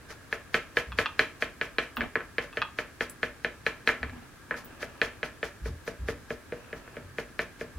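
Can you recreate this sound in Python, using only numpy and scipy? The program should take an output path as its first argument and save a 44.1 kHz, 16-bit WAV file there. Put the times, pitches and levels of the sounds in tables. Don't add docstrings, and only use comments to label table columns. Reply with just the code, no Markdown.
import sys
import numpy as np
from scipy import signal
from scipy.fft import rfft, irfft, next_fast_len
from scipy.io import wavfile

SR = 44100
rng = np.random.default_rng(int(sys.argv[2]) if len(sys.argv) > 2 else 0)


def inscribe(sig):
    pcm = np.round(np.clip(np.atleast_2d(sig).T, -1, 1) * 32767)
    wavfile.write(sys.argv[1], SR, pcm.astype(np.int16))


N = 343098
TIME_S = np.arange(N) / SR
RING_S = TIME_S[:SR // 2]


def from_db(db):
    return 10 ** (np.asarray(db) / 20)


def unit_rms(x):
    return x / np.sqrt(np.mean(x ** 2) + 1e-20)


def at_hz(points, hz):
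    knots_hz, values = np.transpose(points)
    return np.interp(np.log(hz), np.log(knots_hz), values)


def add(track, start_s, sound):
    start = max(round(start_s * SR), 0)
    span = track[start:start + len(sound)]
    span += sound[:len(span)]


def band(x, low_hz, high_hz):
    above = signal.sosfilt(signal.butter(4, low_hz, "high", fs=SR, output="sos"), x)
    return signal.sosfilt(signal.butter(6, high_hz, fs=SR, output="sos"), above)


def stereo_noise(coherence, size):
    hz = np.maximum(np.fft.rfftfreq(size, 1 / SR), 1)
    mid, side = rfft(rng.standard_normal((2, size)))
    alike = np.clip(at_hz(coherence, hz), -1, 1)
    return (np.sqrt(1 + alike) * mid + np.sqrt(1 - alike) * side * [[1], [-1]]) / np.sqrt(2), hz


def coloured(spectrum, coherence):
    white, hz = stereo_noise(coherence, size=2 * next_fast_len(N // 2 + 1))
    shaped = white * from_db(at_hz(spectrum, hz)) * hz / np.hypot(hz, 20)
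    return unit_rms(irfft(shaped)[:, :N])


def grain(per_s, spread_db):
    knots = rng.standard_normal(int(TIME_S[-1] * per_s) + 2)
    return unit_rms(from_db(spread_db * np.interp(TIME_S * per_s, np.arange(len(knots)), knots)))


def rubbing(moves, attack_s, sag_db, release_s):
    gain = np.zeros(N)
    for s, length_s, db in moves:
        early_s = np.maximum(s - TIME_S, 0)
        late_s = np.maximum(TIME_S - s - length_s, 0)
        progress = np.clip((TIME_S - s) / length_s, 0, 1)
        gain += from_db(db + sag_db * progress) * np.exp(-(early_s / attack_s) ** 2 - late_s / release_s)
    return gain


def contact(hardness_hz):
    return signal.lfilter(*signal.butter(3, hardness_hz, fs=SR), signal.unit_impulse(256))


def strike(hits, modes, damping, detune, late_s=0):
    displacement = np.zeros(N)
    scatter = rng.standard_normal((len(hits), len(modes), 2))
    for (s, db, hardness_hz), draws in zip(hits, scatter):
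        force = np.pad(contact(hardness_hz), (0, len(RING_S) // 2)) + 1e-18
        for (hz, mode_db, t60_s), (louder, higher) in zip(modes, draws):
            radius = from_db(-60 * damping / (t60_s * SR))
            angle = 2 * np.pi * hz * (1 + detune * higher) / SR
            ring = signal.lfilter([1], [1, -2 * radius * np.cos(angle), radius * radius], force)
            add(displacement, s + late_s, from_db(db + mode_db + 1.8 * louder) * ring)
    return np.diff(displacement, prepend=0)


# frequency in Hz, relative density in dB.
AMBIENCE_SPECTRUM = [(15, -38), (25, -6), (97, -1), (212, -10), (285, -6), (659, -18), (1070, -16),
                     (1370, -12.5), (1480, -17), (1610, -8), (1940, -18.5), (2610, -21), (2840, -23.5),
                     (10400, -29.5), (16000, -38.5)]
# frequency in Hz, left-right coherence.
AMBIENCE_COHERENCE = [(60, 0.79), (500, 0.57), (1800, 0.59), (4000, 0), (8000, 0), (16000, 0.37)]


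def ambience(rms_db=-51):
    return from_db(rms_db) * coloured(AMBIENCE_SPECTRUM, AMBIENCE_COHERENCE)


# start in seconds, length in seconds, level in dB.
PAINT_STIRS = [(0, 1.5, -63.5), (4.72, 0.45, -55), (6.6, 0.35, -54.5)]
# frequency in Hz, relative density in dB.
SMEAR_SPECTRUM = [(150, -15), (500, 3.5), (800, -3.5), (1250, 0.5), (1680, -9), (2100, -10), (2600, -3),
                  (3600, -18), (7000, -31)]


def smear():
    stickiness = grain(per_s=200, spread_db=3.5)
    gain = rubbing(PAINT_STIRS, attack_s=0.1, sag_db=-1, release_s=0.07)
    return gain * stickiness * coloured(SMEAR_SPECTRUM, AMBIENCE_COHERENCE)


# start in seconds, relative ferrule tap in dB,
# relative bristle swish in dB, seconds from the tap to the widest splay.
BRUSH_DABS = [(0.105, -31.5, -55.5, 0.0027), (.3265, -15, -54.5, 0.0045), (0.543, -6, -50.5, 0.01),
              (.77, -8, -49, 0.011), (.987, -7, -48, 0.0092), (1.193, -4.5, -51.5, 0.011),
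              (1.423, -11, -52, 0.00031), (1.6127, -11.5, -57, 0.024), (1.784, -7.5, -62, 0.045),
              (2.3824, -11, -58.5, 0.046), (2.5712, -13.5, -61, 0.00024), (2.7873, -13.5, -54.5, 0.0065),
              (3.0076, -13, -51.5, 0.016), (3.2304, -12, -57.5, .01), (3.4464, -12.5, -62, 0.0022),
              (3.6648, -9.5, -53.5, 0.0087), (3.8743, -6.5, -48.5, 0.012), (4.567, -44, -56, 0.011),
              (4.828, -21.5, -52, -0.0054), (5.0158, -8, -51, 0.023), (5.23, -14.5, -56, .02),
              (5.4293, -15.5, -53, 0.023), (5.6571, -29.5, -55.5, 0.0079), (5.877, -22, -54.5, 0.0037),
              (6.0852, -19, -51, 0.005), (6.3049, -22, -57.5, 0.0068), (6.5221, -26, -70, 0.02),
              (6.729, -24.5, -66, 0.043), (6.9676, -27, -78, 0.016), (7.1841, -17.5, -56, 0.01),
              (7.392, -14, -54.5, 0.018), (7.6108, -24, -59, 0.00048)]
# time in seconds, relative level in dB.
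HAND_LOAD = [(.1, -29), (.33, -15), (3.87, -14.5), (4.57, -29), (4.83, -17.5), (6.1, -9), (6.7, -12.5),
             (7.4, -11.5)]
# start in seconds, relative tap in dB, hardness in Hz.
GLANCING_KNOCKS = [(1.0136, -19.5, 3200), (2.0074, -13.5, 2780), (2.017, -19, 2730), (2.1553, -6.5, 1770),
                   (2.2056, -21.5, 1630), (3.89, -5.5, 1960), (4.0298, -15.5, 2600), (4.0958, -33, 3300),
                   (4.5094, -9.5, 1510), (4.5416, -16.5, 1450), (6.8761, -26, 1260)]


def blows(light_hz=2550, stiffening_hz=3000, dab_push_db=-4, glance_push_db=-7, glance_well_db=3.5):
    s, tap_db, _, _ = np.transpose(BRUSH_DABS)
    hardness_hz = light_hz + stiffening_hz * from_db(tap_db)
    weight = from_db(np.interp(s, *np.transpose(HAND_LOAD)))
    push_db = 20 * np.log10(np.hypot(weight, from_db(tap_db + dab_push_db)))
    glances = [(at, hz, db + glance_well_db, db, db + glance_push_db) for at, db, hz in GLANCING_KNOCKS]
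    return list(zip(s, hardness_hz, tap_db, tap_db, push_db)) + glances


# frequency in Hz, relative level in dB, T60 in seconds before damping.
WELL_MODES = [(1590, -52, 0.015), (1774, -15.5, 0.0081), (2160, -27, 0.014), (2890, -38.5, 0.027),
              (3765, -17, 0.018), (4230, -7.5, 0.006), (4860, -16, 0.008)]
PLATE_MODES = [(1060, -29, 0.38), (1173, -26, 0.13), (1317, -22, 0.15), (1352, -36.5, 0.62),
               (1488, -34, 0.062), (1520, -17, 0.066), (1684.4, -10, 0.055), (1752, -12, 0.067),
               (1774, -25.5, 0.083), (1910, -25, 0.091), (1932, -23.5, 0.064), (2106, -12.5, 0.026),
               (2320, -15.5, 0.048), (2328, -27.5, 0.13), (2405, -25.5, 0.11), (2600, -47, 0.46),
               (2665, -74, 0.3), (2986, -27, 0.094), (3120, -20, 0.034)]
BODY_MODES = [(61, -41, 0.096), (178.8, -38, 0.31), (244.9, -31.5, 0.44), (298.4, -37.5, 0.36),
              (383, -29.5, 0.17), (465, -13, 0.091), (520, -36.5, 0.1), (589.2, -17, 0.089),
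              (649, -27.5, 0.35)]


def knocks(push_hz=900, cushioning=0.32):
    s, hardness_hz, well_db, tap_db, push_db = np.transpose(blows())
    soft_hz = push_hz * from_db(cushioning * (tap_db - push_db))
    well = strike(list(zip(s, well_db, hardness_hz)), WELL_MODES, damping=1, detune=0.026)
    plate = strike(list(zip(s, tap_db, hardness_hz)), PLATE_MODES, damping=1.45, detune=0.0051)
    body = strike(list(zip(s, push_db, soft_hz)), BODY_MODES, damping=1.22, detune=0.014, late_s=0.0013)
    crack = band(from_db(-3) * well + from_db(-1) * plate, low_hz=1230, high_hz=4600)
    return dispersion(crack) + from_db(-1.07) * band(body, low_hz=40, high_hz=680)


def dispersion(x, slow_hz=1100, width_hz=1000):
    radius = np.exp(-np.pi * width_hz / SR)
    poles = [1, -2 * radius * np.cos(2 * np.pi * slow_hz / SR), radius * radius]
    return signal.lfilter(poles[::-1], poles, x)


# frequency in Hz, relative density in dB.
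BLUR_SPECTRUM = [(150, -16.5), (260, 0.5), (600, 1), (850, -4), (1300, -1), (1750, 6.5), (2400, 2),
                 (3100, -1), (4200, -13), (5500, -9.5), (9000, -11.5)]


def mode_blur(onset_s=0.0013, quick_t60_s=0.017, slow_t60_s=0.28, slow_db=-10, thud_db=-9, thud_hz=1300):
    decay = from_db(-60 * RING_S / quick_t60_s) + from_db(slow_db - 60 * RING_S / slow_t60_s)
    decay *= 1 - np.exp(-RING_S / onset_s)
    out = np.zeros((2, N))
    for s, hardness_hz, _, tap_db, push_db in blows():
        white, hz = stereo_noise(ROOM_COHERENCE, size=len(RING_S))
        tap = from_db(tap_db) / np.hypot(1, (hz / hardness_hz) ** 2)
        thud = from_db(push_db + thud_db) / np.hypot(1, (hz / thud_hz) ** 4)
        spectrum = white * from_db(at_hz(BLUR_SPECTRUM, hz)) * np.hypot(tap, thud)
        burst = irfft(spectrum, len(RING_S)) * decay
        for track, side in zip(out, burst):
            add(track, s, from_db(-6.5) * side)
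    return out


# frequency in Hz, relative density in dB.
SWISH_SPECTRUM = [(600, 8.5), (1700, 12), (3000, 1), (4700, 3.5), (6500, 0.5), (8200, -9), (10500, -5),
                  (13000, -11), (16000, -15)]


def bristles(lead_s=0.1, rise_s=0.012, fall_s=0.03, tail_s=0.093, tail_db=-14):
    before_s, after_s = np.minimum(RING_S - lead_s, 0), np.maximum(RING_S - lead_s, 0)
    swell = np.exp(-(before_s / rise_s) ** 2 / 2)
    fade = np.exp(-(after_s / fall_s) ** 2) + from_db(tail_db) * np.exp(-after_s / tail_s)
    power = np.zeros(N)
    for s, _, swish_db, splay_s in BRUSH_DABS:
        add(power, s + splay_s - lead_s, (from_db(swish_db) * swell * fade) ** 2)
    hairs = grain(per_s=800, spread_db=2.5) * grain(per_s=110, spread_db=1.0)
    return from_db(10) * np.sqrt(power) * hairs * coloured(SWISH_SPECTRUM, ROOM_COHERENCE)


# start in seconds, level in dB, frequency in Hz.
TABLE_BUMPS = [(0.861, -36.5, 61), (1.952, -44, 65), (4.0, -37.5, 69.4), (5.61, -30.5, 57.5),
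               (5.985, -33, 61.2), (7.015, -44, 94.3), (7.746, -33.5, 66)]


def bumps(swell_s=0.022, unevenness=0.32, back_s=0.059, back_db=-6.5, back_ratio=1.42):
    out, age = np.zeros(N), RING_S / swell_s
    envelope = (age / 2) ** 2 * np.exp(2 - age)
    low_band = signal.butter(2, [40, 140], "band", fs=SR, output="sos")
    rock_backs = [(s + back_s, db + back_db, hz * back_ratio) for s, db, hz in TABLE_BUMPS]
    for s, db, hz in TABLE_BUMPS + rock_backs:
        rumble = unit_rms(signal.sosfilt(low_band, rng.standard_normal(len(age))))
        swing = np.sin(2 * np.pi * hz * RING_S) + unevenness * rumble
        add(out, s, from_db(db) * envelope * swing)
    return out


# start in seconds, relative level in dB.
RIM_CLACKS = [(.920, -26), (1.0588, -12), (1.9692, -16.5), (2.5285, -32), (2.618, -11)]
# frequency in Hz, relative level in dB, T60 in seconds before damping.
RIM_MODES = [(1030, -38, 0.079), (1204, -9.5, 0.024), (1480, -13, 0.018), (1620, -12.5, 0.017),
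             (2570, -13, 0.037), (2650, -30, 0.029), (3310, -20.5, 0.045), (3970, -31, 0.031),
             (4630, -30, .01)]


def clacks(bounce_s=0.0056, bounce_db=-2, hardness_hz=3900):
    hits = []
    for s, db in RIM_CLACKS:
        hits += [(s, db, hardness_hz), (s + bounce_s, db + bounce_db, hardness_hz)]
    rim = strike(hits, RIM_MODES, damping=1.21, detune=0.032)
    return from_db(1) * band(rim, low_hz=600, high_hz=6200)


# start in seconds, peak level in dB, centre frequency in Hz.
PAINT_TICKS = [(1.962, -34, 14400), (3.098, -32, 10600), (3.0963, -32.5, 7900), (4.646, -34, 15000),
               (5.85, -48, 13000)]


def ticks(width_hz=1600, t60_s=0.015):
    out = np.zeros(N)
    for s, db, hz in PAINT_TICKS:
        burst = rng.standard_normal(len(RING_S)) * from_db(-60 * RING_S / t60_s)
        snap = signal.lfilter(*signal.iirpeak(hz, hz / width_hz, fs=SR), burst)
        add(out, s, from_db(db) * snap / np.abs(snap).max())
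    return out


# start in seconds, length in seconds, level in dB.
PALETTE_SLIDES = [(1.985, 0.072, -33), (4.02, 0.23, -44.5), (4.5, 0.38, -54)]
# frequency in Hz, relative density in dB.
DRAG_SPECTRUM = [(100, -9), (200, -23), (240, 5), (290, -10.5), (480, -17), (750, -15), (1700, -20.5),
                 (3000, -25.5), (6000, -51)]


def drag():
    judder = grain(per_s=120, spread_db=3.0)
    gain = rubbing(PALETTE_SLIDES, attack_s=0.012, sag_db=-6.5, release_s=0.023)
    return gain * judder * coloured(DRAG_SPECTRUM, AMBIENCE_COHERENCE)


# frequency in Hz, left-right coherence.
ROOM_COHERENCE = [(100, 0.99), (500, 0.93), (2000, 0.82), (4000, 0.25), (8000, 0.14), (16000, 0.022)]
# frequency in Hz, gain in dB.
ROOM_GAIN_DB = [(60, 19), (250, -8), (500, -5.5), (900, -3.5), (1700, -11), (3000, -5), (6000, -10),
                (14000, 2.5)]
# frequency in Hz, T60 in seconds.
ROOM_T60_S = [(100, 0.37), (500, 0.34), (2000, 0.32), (5000, 0.24), (15000, 0.098)]


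def room(x, first_s=0.00545, early_t60_s=0.036, early_db=7):
    white, hz = stereo_noise(ROOM_COHERENCE, size=len(RING_S))
    spectrum = white * from_db(at_hz(ROOM_GAIN_DB, hz))
    early = from_db(early_db - 60 * RING_S / early_t60_s)
    response = 0
    for centre_hz in 31.25 * 2 ** np.arange(10):
        window = np.maximum(1 - np.abs(np.log2(hz / centre_hz)), 0)
        octave = irfft(spectrum * window, len(RING_S))
        tail = from_db(-60 * RING_S / at_hz(ROOM_T60_S, centre_hz))
        decay = (early + tail) * (RING_S > first_s)
        response = response + octave * decay / np.sqrt(np.sum(decay ** 2))
    return signal.fftconvolve(x[None], response, axes=1)[:, :N]


def scene():
    palette = knocks() + clacks() + ticks()
    direct = np.array([palette, np.append(0, palette[:-1])])
    return ambience() + direct + room(palette) + mode_blur() + bumps() + bristles() + smear() + drag()


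def record(dry):
    return signal.sosfilt(signal.ellip(10, 0.1, 80, 16000, fs=SR, output="sos"), dry)


dry = scene()
out = record(dry)
inscribe(out)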